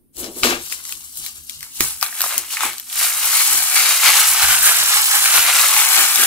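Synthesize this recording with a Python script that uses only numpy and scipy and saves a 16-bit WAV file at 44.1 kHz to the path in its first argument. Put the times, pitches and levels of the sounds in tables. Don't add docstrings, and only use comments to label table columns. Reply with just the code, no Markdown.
import sys
import numpy as np
from scipy import signal
from scipy.fft import rfft, irfft
from scipy.io import wavfile
from scipy.ndimage import uniform_filter1d

SR = 44100
rng = np.random.default_rng(int(sys.argv[2]) if len(sys.argv) > 2 else 0)


def store_pcm(level_fs):
    pcm = np.round(np.clip(level_fs, -1, 1) * 32767).astype(np.int16)
    wavfile.write(sys.argv[1], SR, np.atleast_2d(pcm).T)


N = 276066
TIME = np.arange(N) / SR


def gain_of(db):
    return 10 ** (np.asarray(db) / 20)


def unit_rms(x):
    return x / np.sqrt(np.mean(x ** 2) + 1e-20)


def coloured(x, spectrum):
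    hz, db = np.transpose(spectrum)
    bins = np.fft.rfftfreq(N, 1 / SR)
    return irfft(rfft(x) * gain_of(np.interp(np.log(bins + 1), np.log(hz + 1), db)), N)


def resonate(x, hz, width_hz):
    turn = np.exp(2j * np.pi * np.cumsum(hz * np.ones(N)) / SR)
    pole = np.exp(-np.pi * width_hz / SR)
    return 2 * (turn * signal.lfilter([1 - pole], [1, -pole], x / turn)).real


def ringing(noise, modes, widen):
    return sum(gain_of(db) * unit_rms(resonate(resonate(noise, hz, width), hz, widen * width))
               for hz, width, db in modes)


def swells(peak_s, swell_s, fade_s, peak_db, swing_db):
    steps = np.arange(0, N, 64)
    t = steps[:, None] / SR - peak_s
    away = np.hypot(np.where(t < 0, t / swell_s, t / fade_s), 0.24) - 0.24
    power = (gain_of(peak_db - swing_db * away) ** 2).sum(axis=1)
    return np.interp(np.arange(N), steps, np.sqrt(power))


# (frequency [Hz], relative density [dB])
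HUSH_SPECTRUM = [(24, -34), (40, -21), (69, -67), (109, -53), (219, 21), (326, 11), (538, -4), (595, -39),
                 (823, -27), (932, -18), (7800, -20), (9290, -7), (15700, -6)]
# (frequency [Hz], width [Hz], level [dB])
ROOM_TONES = [(155.6, 7.3, -79.5), (9254, 73, -75)]


def room_hush():
    common, separate = rng.standard_normal(N), rng.standard_normal((2, N))
    hush = unit_rms(coloured(separate + 0.4 * common, HUSH_SPECTRUM))
    return gain_of(-60) * hush + ringing(common, ROOM_TONES, widen=1)


# (time [s], table level [dB], stand level [dB])
TABLE_KNOCKS = [(0.436, -47, -36), (1.806, -21.5, -30)]


def knocks(modes, column):
    out, t = np.zeros(N), np.arange(9000) / SR
    ring = sum(gain_of(db) * np.exp(-np.pi * width * t) * np.sin(2 * np.pi * hz * t)
               for hz, width, db in modes)
    for row in TABLE_KNOCKS:
        out[round(row[0] * SR):][:len(t)] += gain_of(row[column]) * ring
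    return out


# (frequency [Hz], width [Hz], relative level [dB])
TABLE_MODES = [(251, 26, -5.5), (345, 53, 1.5), (404, 320, 0.5)]
# (frequency [Hz], width [Hz], relative level [dB])
STAND_MODES = [(66, 14.4, -2.5), (40, 36, -5.5), (144, 6.7, -6)]
# (peak time [s], table level [dB], stand level [dB])
HANDLING_BUMPS = [(0.0, -77, -60), (0.192, -39, -46.5), (0.235, -32, -54), (0.278, -33.5, -57),
                  (0.37, -37.5, -62), (0.451, -19, -38), (0.518, -26, -56), (0.565, -37.5, -58),
                  (0.72, -54, -59), (0.95, -62, -54), (1.2, -59, -51), (1.36, -67, -54), (1.58, -88, -52),
                  (1.83, -42, -43), (2.37, -44, -60), (2.65, -39, -57), (3.53, -40, -51), (3.63, -66, -56),
                  (4.079, -43, -55), (4.3, -68, -50), (4.449, -55, -37.5), (4.6, -56, -49.5),
                  (4.8, -77.5, -50), (5.38, -45.5, -49.5), (5.75, -48.5, -57), (6.0, -39, -57),
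                  (6.2, -36.5, -62)]


def bumps():
    peak_s, table_db, stand_db = np.transpose(HANDLING_BUMPS)
    top, top_right, foot, foot_right = rng.standard_normal((4, N))
    table = ringing(np.array([top, top + .5 * top_right]), TABLE_MODES, widen=3)
    stand = ringing(np.array([foot, .55 * foot + .75 * foot_right]), STAND_MODES, widen=2)
    table_gain = swells(peak_s, swell_s=0.032, fade_s=0.096, peak_db=table_db, swing_db=28.5)
    stand_gain = swells(peak_s, swell_s=0.073, fade_s=0.21, peak_db=stand_db, swing_db=28.5)
    table = (table_gain + gain_of(-77)) * unit_rms(table) + knocks(TABLE_MODES, column=1)
    stand = (stand_gain + gain_of(-71)) * unit_rms(stand) + knocks(STAND_MODES, column=2)
    return table * gain_of([[1.4], [-1.4]]) + stand * gain_of([[1.6], [-1.6]])


def near_echoes(x, t60_s, changes_per_s):
    taps = np.zeros((3, 2, 8000))
    delays = np.arange(40, 7980, 20) + rng.integers(0, 20, (3, 2, 397))
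    np.put_along_axis(taps, delays, rng.choice([-1., 1.], delays.shape), 2)
    taps *= gain_of(-60 * np.arange(8000) / SR / t60_s)
    shares = np.sqrt(2 / 3) * np.cos(np.pi * (changes_per_s * TIME + np.arange(3)[:, None] / 3))
    echoes = sum(signal.oaconvolve(x * share, tail, axes=1)[:, :N] for share, tail in zip(shares, taps))
    return echoes / np.linalg.norm(taps[0, 0])


# (time [s], left minus right [dB])
BAG_PATH = [(0.15, 6.5), (1.46, 5.5), (1.7, 4), (2.91, 3), (3.64, 4), (4.4, 2.5), (5.07, 1), (5.93, 4.5),
            (6.26, 4)]


def bag_pan_db(time_s):
    return np.interp(time_s, *np.transpose(BAG_PATH))


# (time [s], crackle level [dB], crackle centre [Hz], pop level [dB], pop pitch [Hz])
FILM_SNAPS = [(0.168, -22, 12400, -50, 3580), (0.2422, -24, 6350, -48, 2010), (0.37, -21, 11500, -47, 3350),
              (0.433, 0.5, 4000, -9.5, 970), (0.4464, -8, 5770, -16, 1280), (0.4706, -11, 4230, -17, 1150),
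              (0.5294, -20, 5050, -18, 730), (0.7241, -12, 8830, -18.5, 2610),
              (0.852, -18, 6400, -49, 2770), (0.893, -18, 11300, -31, 2100), (0.9235, -13, 8980, -25, 2500),
              (1.1725, -16, 12700, -53, 3500), (1.263, -12, 12600, -29, 2200),
              (1.496, -11.5, 9100, -26, 3130), (1.607, -22, 10000, -38, 3080),
              (1.6287, -16.5, 10200, -24.5, 1790), (1.806, 8.5, 10600, -5, 2300),
              (1.9064, -15, 8060, -44, 2290), (2.012, -9, 10100, -43, 1500),
              (2.0271, 0.5, 9500, -8.5, 1370), (2.063, -13, 10500, -37, 1430),
              (2.1261, -25, 11200, -22.5, 1650), (2.206, -7, 11200, -15.5, 1410),
              (2.2164, -0.5, 13100, -21, 1390), (2.2398, -11, 11200, -13, 1270),
              (2.261, -23, 12000, -19, 1310), (2.3237, -26, 3860, -19.5, 1160),
              (2.342, -17, 10600, -24, 1160), (2.3793, 1.5, 14600, -42, 3060),
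              (2.505, -27, 9880, -21.5, 2620), (2.5696, -19, 4880, -11, 1980),
              (2.607, -12, 4970, -16, 1100), (2.6339, -17, 9400, -9.5, 1020),
              (2.732, -19, 11200, -31, 2810), (2.782, -14.5, 7490, -49, 2120),
              (2.798, -14, 12900, -33, 2240), (2.8994, -24, 6740, -25, 2520), (2.927, -13, 7790, -35, 2550),
              (6.1575, 0.5, 7750, -45, 1430)]


def film_snaps(t60_s=0.0078, attack_s=0.0008, scatter_db=6):
    out, t = np.zeros((2, N)), np.arange(2500) / SR
    envelope = gain_of(-60 * t / t60_s) * np.minimum(t / attack_s, 1)
    for time_s, crackle_db, centre_hz, pop_db, pop_hz in FILM_SNAPS:
        noise, waver = rng.standard_normal((2, len(t)))
        band = signal.butter(2, [centre_hz / 3, min(centre_hz * 1.6, 16000)], "band", fs=SR, output="sos")
        crackle = signal.sosfilt(band, noise) * envelope
        pitch_hz = pop_hz * (1 + 1.6 * uniform_filter1d(waver, 30))
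        pop = np.sin(2 * np.pi * np.cumsum(pitch_hz) / SR) * envelope
        low_cut = signal.butter(3, pop_hz / 2, "high", fs=SR, output="sos")
        pop = signal.sosfilt(low_cut, pop)
        snap = gain_of(crackle_db) * crackle / abs(crackle).max() + gain_of(pop_db) * pop / abs(pop).max()
        pan_db = bag_pan_db(time_s) + scatter_db * np.tanh(noise[-1])
        for side, tilt in enumerate((.5, -.5)):
            start = round(time_s * SR) + 3 * side
            out[side, start:start + len(t)] += (snap * gain_of(tilt * pan_db))[:N - start]
    return out


def at_microphones(clicks, pan_db, lag):
    at = np.flatnonzero(clicks)
    arrival = np.clip(np.round(at + lag[at]).astype(int), 0, N - 1)
    left = clicks * gain_of(pan_db / 2)
    right = np.bincount(arrival, clicks[at] * gain_of(-pan_db[at] / 2), N)
    return np.array([left, right])


def collisions(spectrum, per_s, spread_db, cycles, clump, scatter, pitches):
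    drift = uniform_filter1d(uniform_filter1d(rng.standard_normal(N), 150), 150)
    bunching = np.exp(clump * unit_rms(drift))
    chance, size, position, polarity = rng.random((4, N))
    hits = chance < per_s * bunching / bunching.mean() / SR
    clicks = hits * np.sign(polarity - .5) * gain_of(-spread_db * np.log(size + 0.039))
    bag_db, aside = bag_pan_db(TIME), scatter * (position - .5)
    pan_db = bag_db + .8 * aside
    lag = 3.5 * (bag_db - 2.96) + aside
    pitch_of, out = rng.integers(0, pitches, N), 0
    for k, hz in enumerate(np.linspace(np.sqrt(spectrum[0][0]), np.sqrt(spectrum[-1][0]), pitches) ** 2):
        turns = np.arange(400) / SR * hz
        ring = np.sin(2 * np.pi * turns) * np.exp(-turns / cycles)
        ring *= hz ** 0.7 / np.linalg.norm(ring)
        pair = at_microphones(clicks * (pitch_of == k), pan_db, lag)
        out = out + signal.oaconvolve(pair, ring[None], axes=1)[:, :N]
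    return unit_rms(coloured(out, spectrum))


def tipped(start_s=2.964, tilt_s=0.12):
    return np.clip((TIME - start_s) / tilt_s, 0, 1)


# (peak time [s], resonance [Hz], relative level [dB])
POCKET_RINGS = [(3.05, 2300, -7), (3.38, 2150, -8.5), (3.78, 2240, -5), (3.89, 2270, -15), (4.08, 2310, -8),
                (4.2, 1470, -9), (4.52, 1540, -3), (4.69, 1620, -2), (5.17, 1650, -6), (5.39, 1480, -7),
                (5.49, 2180, -12.5), (6.0, 1500, -10.5), (6.24, 1620, -3)]


def air_pocket(impacts, harmonic):
    peak_s, hz, db = np.transpose(POCKET_RINGS)
    gain = tipped() * swells(peak_s, swell_s=0.056, fade_s=0.056, peak_db=db, swing_db=10)
    pitch_hz = harmonic * np.interp(TIME, peak_s, hz)
    return gain * unit_rms(resonate(impacts, pitch_hz, width_hz=300 if harmonic == 1 else 350))


# (peak time [s], swell [s], fade [s], tick level [dB], rattle level [dB], patter level [dB])
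BAG_SHAKES = [(0.195, 0.025, 0.064, -30, -41, -48), (0.24, 0.043, 0.063, -39, -36, -39.5),
              (0.393, 0.042, 0.047, -29.5, -39, -43), (0.441, .01, 0.058, -18.5, -19, -19),
              (0.501, 0.045, 0.08, -30, -26.5, -22), (0.665, 0.084, 0.061, -33, -40, -47),
              (0.725, .04, 0.047, -27.5, -32.5, -39.5), (0.8, 0.051, 0.032, -39, -43, -44.5),
              (0.9, 0.091, 0.096, -31.5, -38, -45.5), (1.03, 0.079, 0.1, -38.5, -49, -54.5),
              (1.175, 0.042, .1, -31.5, -44, -55), (1.266, 0.09, 0.052, -32.5, -35.5, -45),
              (1.38, 0.066, 0.028, -41, -46, -52.5), (1.5, 0.027, 0.15, -39, -40.5, -56),
              (1.628, 0.019, 0.075, -39.5, -44, -45.5), (1.765, 0.044, 0.053, -33, -37.5, -56),
              (1.816, 0.023, 0.12, -19, -29.5, -31), (2.031, 0.016, 0.076, -23, -42, -27.5),
              (2.241, 0.14, 0.21, -24, -33.5, -32), (2.33, 0.11, 0.14, -28.5, -34, -32.5),
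              (2.535, 0.04, 0.052, -24.5, -27.5, -34), (2.646, 0.068, 0.083, -22.5, -29, -23.5),
              (2.78, 0.035, 0.084, -41, -43, -51), (3.022, 0.089, 0.13, -16, -24.5, -26),
              (3.26, 0.12, 0.11, -19, -26.5, -30), (3.36, 0.082, 0.22, -16.5, -22.5, -27),
              (3.54, 0.13, 0.23, -16.5, -24.5, -28.5), (3.781, 0.073, 0.071, -14.5, -23, -22),
              (3.89, 0.16, 0.16, -16.5, -19.5, -22.5), (4.075, 0.084, 0.069, -13.5, -17, -16.5),
              (4.176, 0.12, 0.16, -14, -19, -20), (4.29, 0.037, .06, -15, -47, -45),
              (4.432, 0.13, 0.039, -21, -22, -20.5), (4.531, 0.24, 0.098, -15, -21.5, -22.5),
              (4.67, 0.088, 0.1, -12, -20.5, -21.5), (4.8, 0.12, 0.12, -17.5, -20.5, -24.5),
              (4.94, 0.13, 0.23, -16.5, -20, -22), (5.161, 0.17, 0.1, -16.5, -23.5, -24),
              (5.259, 0.049, .05, -17.5, -20.5, -21.5), (5.369, 0.14, 0.13, -13.5, -20, -19),
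              (5.485, 0.064, 0.056, -20, -25, -18.5), (5.584, 0.13, 0.29, -14, -21, -19.5),
              (5.795, 0.11, 0.14, -15, -23.5, -19.5), (5.99, 0.16, 0.19, -14.5, -20, -19.5),
              (6.22, 0.14, 0.13, -15, -23, -23)]


def shaking(layer, swing_db, rest_db, trickle_db, lift_s=0.12):
    peak_s, swell_s, fade_s, *levels_db = np.transpose(BAG_SHAKES)
    lifted = np.clip((TIME - lift_s) / 0.043, 0, 1) ** 2
    shakes = swells(peak_s, swell_s, fade_s, levels_db[layer], swing_db)
    steady = gain_of(rest_db) + tipped() * gain_of(trickle_db)
    return lifted * np.hypot(shakes, steady)


# (frequency [Hz], relative density [dB])
PATTER_SPECTRUM = [(240, -47), (400, -16.5), (468, -16.5), (875, 0), (972, -2), (1250, 2), (1930, -2),
                   (2280, 1.5), (3200, -5.5), (4160, -6), (7040, -120)]


def slime_patter():
    patter = collisions(PATTER_SPECTRUM, per_s=5000, spread_db=2.3, cycles=1.3,
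                        clump=.3, scatter=8, pitches=12)
    patter += air_pocket(patter, harmonic=1)
    return patter * shaking(layer=2, swing_db=18.5, rest_db=-64, trickle_db=-32)


# (frequency [Hz], relative density [dB])
RATTLE_SPECTRUM = [(1710, -56), (2900, -2.5), (3540, -7), (4450, -2.5), (4950, -5), (6200, -6), (8060, -9),
                   (13600, -120)]


def film_rattle():
    rattle = collisions(RATTLE_SPECTRUM, per_s=6000, spread_db=2.4, cycles=1.6,
                        clump=.3, scatter=6, pitches=8)
    rattle += gain_of(-3.5) * air_pocket(rattle, harmonic=2)
    return rattle * shaking(layer=1, swing_db=15, rest_db=-53, trickle_db=-38.5)


# (frequency [Hz], relative density [dB])
TICK_SPECTRUM = [(3240, -26), (5500, -13), (8010, -7), (11100, -8), (16000, -15)]


def bead_ticks():
    ticks = collisions(TICK_SPECTRUM, per_s=12000, spread_db=2.2, cycles=2.5,
                       clump=.35, scatter=4, pitches=12)
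    ticks *= gain_of([[-1.25], [1.25]])
    return ticks * shaking(layer=0, swing_db=15, rest_db=-42.5, trickle_db=-26)


def scene():
    bag = bead_ticks() + film_rattle() + slime_patter() + film_snaps()
    echoes = gain_of(-8) * near_echoes(bag, t60_s=.08, changes_per_s=2.478)
    return gain_of(1.4) * (bag + echoes) + bumps() + room_hush()


def record(dry):
    clipped = np.clip(dry, -1, 1)
    low_pass = signal.firwin(511, cutoff=15730, window=("kaiser", 9), fs=SR)
    return signal.oaconvolve(clipped, low_pass[None], "same")


dry = scene()
out = record(dry)
store_pcm(out)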